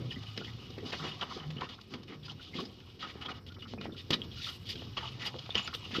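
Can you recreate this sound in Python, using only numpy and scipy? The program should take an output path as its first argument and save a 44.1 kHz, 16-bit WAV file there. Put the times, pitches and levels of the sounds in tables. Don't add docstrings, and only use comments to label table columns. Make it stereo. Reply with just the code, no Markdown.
import sys
import numpy as np
from scipy import signal
from scipy.fft import rfft, irfft
from scipy.io import wavfile
from scipy.ndimage import uniform_filter1d

SR = 44100
rng = np.random.default_rng(int(sys.argv[2]) if len(sys.argv) > 2 else 0)


def linear_from_db(decibels):
    return 10 ** (np.asarray(decibels, float) / 20)


def to_wav(s):
    ch = np.atleast_2d(s).T
    pcm = np.round(np.clip(ch, -1, 1) * 32767)
    wavfile.write(sys.argv[1], SR, pcm.astype(np.int16))


N = 264600
T = np.arange(N) / SR


def rms_one(x):
    return x / np.sqrt(np.mean(x ** 2) + 1e-20)


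def colour(x, spectrum):
    hz, db = np.transpose(spectrum)
    grid = np.linspace(1, SR / 2, 4097)
    log_gain = np.interp(np.log(grid), np.log(hz), np.maximum(db, -70)) * np.log(10) / 20
    cepstrum = irfft(log_gain)
    cepstrum[1:4096] *= 2
    cepstrum[4097:] = 0
    response = irfft(np.exp(rfft(cepstrum)))
    return signal.fftconvolve(x, response)[:len(x)]


def drift(rate):
    r = np.exp(-80 * np.pi * rate / SR)
    noise = rng.standard_normal(N // 40 + 2002)
    slow = signal.lfilter([1], [1, -2 * r, r * r], noise)[2000:]
    return np.interp(np.arange(N) / 40, np.arange(len(slow)), rms_one(slow))


def ring(clicks, hz, t60):
    r, w = linear_from_db(-60 / (t60 * SR)), 2 * np.pi * hz / SR
    return signal.lfilter([0, np.sin(w)], [1, -2 * r * np.cos(w), r * r], clicks + 1e-18)


def grains(per_s, spread_db, clump_db):
    size_db = spread_db * np.minimum(rng.exponential(1, N), 5) + clump_db * drift(25.7)
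    sizes = linear_from_db(size_db) * rng.choice([-1, 1], N)
    return rms_one(sizes * (rng.random(N) < per_s / SR))


def droplets(clicks, spectrum, cycles, count=18):
    pitches = np.geomspace(spectrum[1][0], spectrum[-3][0], count)
    dealt = rng.integers(0, count, N)
    rings = sum(ring(clicks * (dealt == k), hz, cycles / hz) for k, hz in enumerate(pitches))
    return colour(rings, spectrum)


def struck(clicks, drops, spectrum, modes, ring_db, drop_db, cycles):
    crackle = rms_one(colour(clicks, spectrum))
    rings = sum(linear_from_db(db + 4.7 * drift(15.2)) * ring(clicks, hz, t60) for hz, t60, db in modes)
    pitched = rms_one(droplets(drops, spectrum, cycles))
    return rms_one(crackle + linear_from_db(ring_db) * rms_one(rings) + linear_from_db(drop_db) * pitched)


def swells(s, db, rise_s, fall_s):
    sparse = T[::32]
    late = sparse - s[:, None]
    drop = np.maximum(-late / rise_s[:, None], late / np.reshape(fall_s, (-1, 1)))
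    gain = linear_from_db(db[:, None] - 12 * drop)
    return np.interp(T, sparse, gain.sum(axis=0))


def falls(events, t60s, rise_s):
    for (s, db, *_), t60 in zip(events, np.broadcast_to(t60s, len(events))):
        at = round(s * SR)
        t = T[:min(N - at, SR // 4)]
        yield at, t, linear_from_db(db - 60 * t / t60) * (1 - np.exp(-t / rise_s))


def tones(events, t60s, level_db, rise_s, glide, wobble_db, wobble_hz, wander=0.62):
    out, wobble = np.zeros(N), drift(wobble_hz)
    for (at, t, envelope), (_, _, hz, *_) in zip(falls(events, t60s, rise_s), events):
        phase = 2 * np.pi * hz * t * (1 + glide * t) + wander * wobble[at:at + len(t)]
        out[at:at + len(t)] += envelope * np.sin(phase)
    return linear_from_db(level_db + wobble_db * wobble) * out


def snaps(events, spectrum, level_db, t60):
    out = np.zeros(N)
    for at, t, envelope in falls(events, t60, rise_s=0.0015):
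        out[at:at + len(t)] += envelope
    return linear_from_db(level_db) * out * rms_one(colour(rng.standard_normal(N), spectrum))


# (time [s], frequency [Hz], level [dB])
DRONE_PITCHES = [(0.0, 123, -34), (0.221, 107, -38), (0.77, 116, -45), (0.9, 95.1, -45), (1.069, 150, -40),
                 (1.321, 96.4, -69), (1.49, 150, -29.5), (1.62, 147, -43), (1.698, 104, -59),
                 (2.339, 149, -46.5), (2.46, 98.9, -56.5), (3.709, 92.2, -52.5), (4.459, 126, -51),
                 (4.66, 88.6, -58), (4.849, 124, -41.5), (5.35, 127, -44), (6.0, 102, -59)]


def drone(width_hz=8, broad_db=-6):
    s, hz, db = np.transpose(DRONE_PITCHES)
    pitch_hz = hz[np.searchsorted((s[1:] + s[:-1]) / 2, T)]
    phase = 2 * np.pi * np.cumsum(pitch_hz) / SR
    narrow = drift(width_hz / 2) * np.cos(phase) + drift(width_hz / 2) * np.sin(phase)
    narrow = narrow + 0.59 * np.sin(phase)
    band = signal.butter(2, [75, 170], "band", fs=SR, output="sos")
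    broad = signal.sosfilt(band, rng.standard_normal(N))
    return linear_from_db(np.interp(T, s, db) - 6.5) * rms_one(rms_one(narrow) + linear_from_db(broad_db) * rms_one(broad))


def hiss_cut(x):
    return signal.sosfilt(signal.cheby2(12, 40, 15250, fs=SR, output="sos"), x)


# (frequency [Hz], level [dB per Hz])
AIR_SPECTRUM = [(15, -76), (25, -8), (107, 11.5), (169, -1.5), (267, -3.5), (650, -23), (1270, -21),
                (1670, -23.5), (3100, -40), (5460, -21), (7340, -66), (14400, -36.5), (15600, -33)]


def room_air():
    level_db = -52 + 2.76 * drift(1.94)
    return hiss_cut(linear_from_db(level_db) * rms_one(colour(rng.standard_normal(N), AIR_SPECTRUM)))


# (frequency [Hz], level [dB per Hz])
SIDE_SPECTRUM = [(180, -50), (300, -12), (661, -8.5), (1340, -11.5), (3210, -6.5), (15300, -11)]


def side_hiss(near):
    loudness = np.sqrt(uniform_filter1d(near ** 2, size=1024) + 1e-12) / linear_from_db(-48.0)
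    hiss = hiss_cut(rms_one(colour(rng.standard_normal(N), SIDE_SPECTRUM)))
    return linear_from_db(-75.5) * loudness ** 0.033 * hiss


# (frequency [Hz], level [dB per Hz])
SPATTER_SPECTRUM = [(1000, -30), (1700, -9.5), (1940, -4.5), (2150, -8), (2730, -4), (3050, 4.5),
                    (4080, -1.5), (4890, -2.5), (8000, -25.5), (10400, -74), (17600, -120)]
# (frequency [Hz], T60 [s], level [dB])
SHIELD_MODES = [(2960, 0.0094, 8), (3110, 0.013, -16), (3600, 0.016, -6), (4640, 0.0086, -37),
                (2596, 0.0057, 3)]


def shield_spatter():
    wet = grains(8000, spread_db=2.5, clump_db=0.5)
    beads = grains(900, spread_db=1.5, clump_db=1.5)
    return struck(wet, beads, SPATTER_SPECTRUM, SHIELD_MODES, ring_db=-0.5, drop_db=-2.5, cycles=51)


# (time [s], level [dB])
TRICKLE_LEVELS = [(0.0, -54), (0.28, -51.5), (0.78, -55), (1.1, -47.5), (2.0, -63), (2.22, -65),
                  (2.54, -54), (2.99, -61.5), (3.16, -55.5), (3.56, -79), (4.16, -54), (4.34, -60.5),
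                  (4.44, -63), (4.61, -56.5), (4.73, -56.5), (5.13, -51.5), (6.0, -50)]


def trickle(spatter):
    s, db = np.transpose(TRICKLE_LEVELS)
    trickle_db = np.interp(T, s, db)
    thin = signal.sosfilt(signal.butter(4, 2170, "high", fs=SR, output="sos"), spatter)
    return linear_from_db(trickle_db - 2.5) * thin, trickle_db


# (time [s], plastic creak level [dB], hose rub level [dB], build-up [s])
TUGS = [(0.0, -50.5, -34.5, .03), (0.381, -62, -38.5, 0.01), (.85, -65, -41, 0.16), (.95, -46.5, -58, 0.15),
        (1.05, -36.5, -38.5, 0.045), (1.219, -39, -40.5, 0.0094), (1.4, -46, -44, 0.071),
        (1.623, -41.5, -38.5, 0.06), (1.948, -49.5, -42, 0.044), (2.109, -53.5, -46, 0.022),
        (2.299, -56, -50.5, 0.069), (2.59, -46.5, -33, 0.047), (3.04, -43.5, -49, 0.04),
        (3.292, -43.5, -46.5, 0.14), (3.88, -57, -38.5, 0.17), (4.108, -39.5, -28, 0.0079),
        (4.48, -50.5, -78, 0.028), (4.83, -61, -44, 0.18), (4.98, -40.5, -46, 0.0073),
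        (5.26, -45, -46.5, 0.13), (5.56, -38, -51, 0.018), (5.971, -45, -61, 0.097), (6.0, -70, -33, 0.067)]


def tug_gains():
    s, creak_db, rub_db, rise_s = np.transpose(TUGS)
    fall_s, rest_db = 0.085, -57
    twisting = swells(s, creak_db, rise_s, fall_s)
    rubbing = swells(s, rub_db, rise_s, fall_s) + linear_from_db(rest_db)
    return twisting, rubbing


# (frequency [Hz], level [dB per Hz])
CREAK_SPECTRUM = [(260, -28), (450, -10), (669, -7), (1100, 2), (1240, 5.5), (1440, -0.5), (2300, -1),
                  (2990, -65), (5060, -120)]
# (frequency [Hz], T60 [s], level [dB])
HOUSING_MODES = [(1240, 0.066, 1), (1010, 0.078, -2), (850, 0.034, 0), (775.5, 0.049, -2),
                 (1475, 0.079, -12.5), (2100, 0.029, -8)]


def housing_creak(twisting, trickle_db):
    dry_slips = grains(4000, spread_db=2.5, clump_db=-1.5)
    slips = grains(400, spread_db=1.2, clump_db=1.5)
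    creak = struck(dry_slips, slips, CREAK_SPECTRUM, HOUSING_MODES, ring_db=-4.0, drop_db=-15.0, cycles=31)
    slack = signal.sosfilt(signal.butter(4, 1580, fs=SR, output="sos"), creak)
    return linear_from_db(-3.5) * (twisting * creak + linear_from_db(trickle_db - 3.5) * slack)


# (frequency [Hz], level [dB per Hz])
HOSE_SPECTRUM = [(88, -44), (150, -2.5), (264, 1.5), (436, -6.5), (478, -10.5), (650, -17.5), (840, -37.5),
                 (1430, -120)]


def hose_rub(rubbing):
    rub = grains(1500, spread_db=3.5, clump_db=1.16)
    return linear_from_db(-6.5) * rubbing * rms_one(colour(rub, HOSE_SPECTRUM))


# (frequency [Hz], level [dB per Hz])
SPRAY_SPECTRUM = [(3820, -43), (6500, -19), (6970, -14), (7530, -3.5), (9690, -11), (11600, -5),
                  (13700, -8), (15600, -10.5)]
# (time [s], level [dB], build-up [s], fall [s])
PUFFS = [(.9, -73, 0.11, 0.065), (1.05, -79, .2, .06), (2.61, -70, 0.082, 0.036), (4.01, -80, 0.058, .06),
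         (4.107, -48, 0.0027, .01), (4.14, -62, 0.018, .03), (4.5, -59, 0.078, .06),
         (4.71, -58.5, 0.044, 0.046), (5.268, -54.5, 0.015, 0.03), (5.554, -58, .002, 0.0074),
         (5.585, -72, 0.028, 0.035), (5.677, -66, .003, .01), (5.75, -57, 0.015, 0.017),
         (5.97, -68, 0.047, .06)]


def fine_spray():
    mist = grains(9000, spread_db=3.0, clump_db=3.5)
    spraying = swells(*np.transpose(PUFFS)) + linear_from_db(-79)
    return linear_from_db(-4.0) * spraying * rms_one(colour(mist, SPRAY_SPECTRUM))


# (time [s], peak level [dB], ring frequency [Hz], T60 [s])
THUDS = [(0.025, -30, 200, 0.075), (.086, -37, 277, 0.048), (.165, -34, 273, 0.1), (0.374, -47, 304, .05),
         (0.413, -38.5, 450, 0.027), (0.779, -36.5, 395, 0.066), (1.214, -31, 175, 0.056),
         (1.365, -36, 376, 0.06), (1.564, -31.5, 160, 0.034), (1.939, -29, 232, 0.024),
         (1.955, -33.5, 250, 0.096), (2.552, -23, 318, 0.046), (3.154, -38, 395, 0.041),
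         (3.583, -46, 300, 0.021), (3.636, -39, 253, 0.18), (3.737, -35.5, 296, 0.03),
         (3.776, -34, 258, 0.046), (3.81, -31, 265, 0.097), (3.835, -32, 250, .09), (3.894, -55, 346, .03),
         (3.924, -36, 234, 0.053), (4.744, -41, 260, 0.041), (4.106, -19, 303, 0.015),
         (4.127, -25.5, 254, 0.064), (5.555, -25, 214, 0.14), (5.675, -39.5, 258, 0.089),
         (5.953, -34, 356, 0.068), (5.965, -32, 272, .06), (5.984, -23.5, 259, 0.099),
         (4.971, -36, 230, 0.076), (5.351, -31.5, 230, 0.059)]


def hose_thuds():
    t60s = np.array(THUDS)[:, 3]
    thuds = tones(THUDS, t60s, level_db=-3.5, rise_s=0.001, glide=-1.1, wobble_db=-6.0, wobble_hz=31)
    return thuds + snaps(THUDS, HOSE_SPECTRUM, level_db=-5.5, t60=0.047)


# (time [s], length [s], level [dB])
ON_HOSE = [(0.145, 0.048, -52.5), (0.218, 0.021, -44), (0.362, 0.0061, -42), (0.463, 0.04, -46.5),
           (0.918, 0.035, -36.5), (1.502, 0.0079, -39), (1.603, 0.053, -44), (1.936, 0.0067, -42),
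           (2.07, 0.076, -49), (2.538, 0.013, -41), (3.061, 0.052, -44.5), (3.282, 0.036, -41.5),
           (3.801, 0.061, -48), (4.995, 0.033, -44), (5.186, 0.1, -39.5), (5.906, 0.027, -41),
           (5.936, 0.029, -31.5)]
ON_SHIELD = [(.102, 0.03, -42.5), (.388, 0.024, -43.5), (.433, 0.028, -44), (1.036, 0.064, -41.5),
             (1.21, 0.022, -35.5), (3.018, 0.033, -43.5), (3.207, 0.031, -43.5), (3.249, 0.017, -42),
             (3.618, 0.031, -52), (4.753, 0.027, -52), (4.965, 0.023, -34), (5.028, 0.063, -40.5),
             (5.561, .036, -32), (5.545, 0.0054, -32), (5.602, 0.014, -42), (5.615, 0.049, -43),
             (5.843, 0.019, -43)]
ON_BRACKET = [(1.689, 0.016, -44), (1.707, 0.042, -47.5), (2.227, 0.025, -50), (2.398, 0.085, -49),
              (2.551, 0.055, -40.5), (2.988, 0.048, -44.5), (3.335, .05, -53), (3.468, 0.026, -50.5),
              (3.517, .01, -53), (3.583, 0.031, -54), (3.962, 0.051, -44.5), (3.92, 0.026, -56),
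              (4.118, 0.012, -31.5), (4.129, 0.015, -24.5), (4.216, 0.0091, -71), (4.232, 0.018, -49),
              (4.312, 0.039, -50), (4.651, 0.048, -43), (4.77, 0.083, -48.5), (5.384, 0.011, -38.5),
              (5.735, 0.017, -34), (5.963, 0.031, -38.5)]
ON_WIRES = [(0.703, 0.0048, -44.5), (.849, 0.058, -44), (.95, 0.098, -45.5), (1.291, 0.085, -47),
            (1.809, 0.0073, -48), (1.898, 0.061, -51), (2.029, 0.0071, -48.5), (2.253, 0.015, -46),
            (2.277, 0.045, -48.5), (2.598, 0.045, -51), (2.652, 0.0069, -45), (3.54, 0.0099, -52),
            (3.669, 0.07, -50), (4.104, 0.0049, -22.5), (4.354, 0.067, -44.5), (4.415, 0.083, -39),
            (4.512, 0.048, -49), (4.688, .043, -39), (5.251, 0.02, -36.5), (5.664, 0.015, -48)]
SHARPNESS = [1.03, 2.8, 1.55, 1.12]


def spurts(spatter, peak_db=1.5, edge_s=0.0024):
    out, flow = np.zeros(N), np.zeros(N)
    surfaces = (ON_HOSE, ON_SHIELD, ON_BRACKET, ON_WIRES)
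    brightest_hz = (2070, 2950, 3570, 5100)
    for rows, hz, sharpness in zip(surfaces, brightest_hz, SHARPNESS):
        for s, length_s, db in rows:
            at = round(s * SR)
            t = T[:min(N - at, round((2 * length_s + 6 * edge_s) * SR))]
            soft_s = edge_s + 0.12 * length_s
            rise = 1 - np.exp(-t / (0.75 * soft_s))
            gate = linear_from_db(db) * rise * np.exp(-np.maximum(t - length_s, 0) / soft_s)
            part = spatter[at:at + len(t)]
            bright = signal.lfilter(*signal.iirpeak(hz, sharpness, fs=SR), part)
            out[at:at + len(t)] += gate * rms_one(part + linear_from_db(peak_db) * rms_one(bright))
            flow[at:at + len(t)] += gate
    return linear_from_db(-3.5) * out, flow


# (time [s], peak level [dB], frequency [Hz])
DROPS = [(.105, -37, 3120), (0.142, -36, 3080), (.995, -43, 1250), (1.04, -35, 2910), (1.062, -39, 1263),
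         (1.112, -35.5, 2930), (1.23, -36, 992), (1.305, -39.5, 1248), (1.396, -40, 3030),
         (1.43, -44.5, 3000), (1.58, -40, 3020), (1.78, -48.5, 1247), (.445, -40, 3320), (1.64, -38, 2750),
         (2.122, -46, 2110), (2.252, -41, 4910), (2.28, -47.5, 1380), (2.296, -39.5, 3030),
         (2.652, -40, 5000), (3.041, -35, 1243), (3.22, -46, 1308), (3.258, -36, 3300), (3.484, -49, 3180),
         (3.519, -56, 4280), (3.545, -51, 3020), (3.595, -46.5, 3500), (3.625, -48, 1300),
         (3.632, -42, 2960), (3.782, -45, 2450), (3.92, -48, 3550), (3.945, -49.5, 1390), (4.37, -47, 1380),
         (4.398, -46, 1420), (4.466, -38.5, 1292), (4.489, -32.5, 3224), (4.499, -45, 1400),
         (4.7, -36, 4870), (4.809, -52, 404), (4.87, -50.5, 1210), (5.006, -43, 1200), (5.039, -40, 1196),
         (5.075, -42, 1204), (4.756, -37.5, 3100), (4.97, -36, 2950), (4.97, -35, 1150),
         (5.506, -37.5, 3605), (5.074, -38, 2950), (5.217, -51, 6740), (5.264, -34, 4790),
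         (5.352, -38, 506), (5.576, -42, 6720), (5.577, -24, 2830), (5.609, -33, 2870), (5.628, -53, 7000),
         (5.645, -53, 7000), (5.795, -62, 7800), (5.848, -34, 2730)]


def ringing_drops():
    t60s = 0.044 + 20 / np.array(DROPS)[:, 2]
    return tones(DROPS, t60s, level_db=2.0, rise_s=0.0025, glide=0.14,
                 wobble_db=4.0, wobble_hz=122, wander=1.0)


# (time [s], peak level [dB], frequency [Hz])
BUBBLES = [(.112, -38, 1800), (.122, -39, 4970), (.158, -37.5, 1960), (.405, -38.5, 1390),
           (.470, -39.5, 2000), (.825, -36.5, 416), (1.616, -27.5, 1010), (2.105, -36.5, 268),
           (2.295, -50, 780), (2.532, -39, 2070), (3.499, -43.5, 1380), (5.022, -38, 872),
           (5.045, -36, 889), (5.203, -40, 1920), (5.234, -31, 1973), (5.948, -26, 1274)]


def soft_bubbles():
    t60s = 0.043 + 35 / np.array(BUBBLES)[:, 2]
    return tones(BUBBLES, t60s, level_db=-0.5, rise_s=0.0059, glide=0.68,
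                 wobble_db=5.0, wobble_hz=109, wander=0.68)


# (time [s], peak level [dB], ring frequency [Hz], crack relative level [dB])
KNOCKS = [(0.781, -42.5, 3320, 11.5), (0.3749, -25, 3550, 8), (0.4442, -20, 3100, -9),
          (0.929, -29, 2960, 9.5), (1.2109, -14, 3080, -6), (1.506, -35, 2020, -6), (1.567, -32.5, 2860, 0),
          (1.6086, -29.5, 2980, 6.5), (1.689, -30, 3500, -1), (1.9372, -28, 3300, 3.5),
          (2.802, -37, 3120, 0), (2.9, -46, 3000, 1), (.59, -42, 2590, -2), (.805, -43.5, 3630, -4),
          (3.2132, -28, 2880, -1), (3.247, -24, 3170, -18), (3.464, -37, 2990, 4),
          (3.622, -21.5, 2860, -12), (3.8114, -33.5, 3970, 7), (4.107, -26.5, 3230, 9),
          (4.2176, -16.5, 3220, -27), (4.314, -28.5, 3250, -19), (4.444, -15.5, 3530, -19),
          (4.4892, -18.5, 3110, -15), (4.7549, -28, 3130, 2), (4.972, -15.5, 2960, -6),
          (5.221, -18, 2950, -8), (5.459, -31.5, 2960, 2), (5.5052, -24, 3570, -12),
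          (5.5535, -5, 3060, -4.5), (5.675, -18, 4900, 0), (5.748, -19.5, 3655, -0.5)]
# (frequency [Hz], level [dB per Hz])
CRACK_SPECTRUM = [(240, -0.5), (400, -2), (860, -18), (1690, -6.5), (3360, -2.5), (5000, -9), (8800, -47),
                  (11100, -68), (15500, -34)]


def knocks():
    drips = tones(KNOCKS, t60s=0.022, level_db=-11.5, rise_s=0.00063, glide=0.97,
                  wobble_db=5.0, wobble_hz=150)
    hits = [(s, db + rel_db) for s, db, hz, rel_db in KNOCKS]
    return drips + snaps(hits, CRACK_SPECTRUM, level_db=-9.0, t60=0.027)


# (time [s], peak level [dB], ring frequency [Hz])
GURGLES = [(0.379, -39, 1940), (0.78, -38, 1900), (0.933, -24, 625), (1.035, -44, 1130), (1.196, -39, 1240),
           (1.219, -43, 1220), (1.311, -33.5, 1010), (1.612, -25.5, 1240), (2.396, -41.5, 1440),
           (2.586, -31.5, 1090), (3.027, -26.5, 1265), (3.29, -36.5, 1286), (3.563, -42.5, 1293),
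           (3.653, -37, 1270), (3.777, -42, 750), (3.811, -45, 1320), (3.856, -34, 654), (4.136, -25, 1886),
           (4.821, -42, 700), (3.895, -47, 1295), (4.967, -30.5, 1170), (5.552, -37, 1240),
           (5.677, -30.5, 1326), (5.729, -32, 1260),]


def hose_gurgles():
    wet_t60s = np.where(np.array(GURGLES)[:, 2] > 900, .065, .025)
    gurgles = tones(GURGLES, wet_t60s, level_db=-7.5, rise_s=0.00077, glide=0.77,
                    wobble_db=6.0, wobble_hz=87, wander=0.93)
    return gurgles + snaps(GURGLES, CREAK_SPECTRUM, level_db=-12.5, t60=0.07)


# (time [s], peak level [dB], frequency [Hz])
TAPS = [(.415, -31, 604), (.78, -42, 500), (.934, -29, 603), (1.365, -40, 500), (3.155, -33, 505),
        (3.577, -48, 590), (3.585, -31.5, 446), (3.737, -30, 605), (3.778, -33, 500), (3.856, -30, 700),
        (3.894, -39, 700), (4.106, -19, 500), (4.142, -24, 755), (4.19, -36, 660), (4.821, -33, 600),
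        (5.28, -25, 350), (5.343, -28, 830), (5.493, -28, 680), (5.91, -36, 610)]


def finger_taps():
    return tones(TAPS, t60s=0.0045, level_db=1.0, rise_s=0.00014, glide=-3.0,
                 wobble_db=2.7, wobble_hz=40, wander=0.17)


def handling():
    spatter = shield_spatter()
    trickling, trickle_db = trickle(spatter)
    twisting, rubbing = tug_gains()
    splash, flow = spurts(spatter)
    flow = flow + linear_from_db(trickle_db)
    surge = flow / uniform_filter1d(flow, size=SR // 10)
    creak = surge ** 0.55 * housing_creak(twisting, trickle_db)
    spray = surge ** 0.14 * fine_spray()
    return trickling + splash + creak + hose_rub(rubbing) + spray


def bay(x, t60_s=0.082, level_db=-9.5):
    t = T[:SR // 4]
    tail = rng.standard_normal(len(t)) * linear_from_db(-60 * t / t60_s) * (t > .002)
    tail = tail / np.sqrt(np.sum(tail ** 2))
    return x + linear_from_db(level_db) * signal.fftconvolve(x, tail)[:N]


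def scene():
    events = hose_thuds() + ringing_drops() + soft_bubbles() + knocks() + hose_gurgles() + finger_taps()
    near = bay(handling() + events)
    mid = near + drone() + room_air()
    side = side_hiss(near)
    return np.array([mid + side, mid - side])


def roll_off(x):
    return signal.sosfilt(signal.butter(12, 15600, fs=SR, output="sos"), x)


def record(dry):
    cut = signal.sosfilt(signal.cheby2(12, 40, 15600, fs=SR, output="sos"), dry)
    cut = signal.sosfilt(signal.butter(3, 45, "high", fs=SR, output="sos"), cut)
    return roll_off(cut)


dry = scene()
out = record(dry)
to_wav(out)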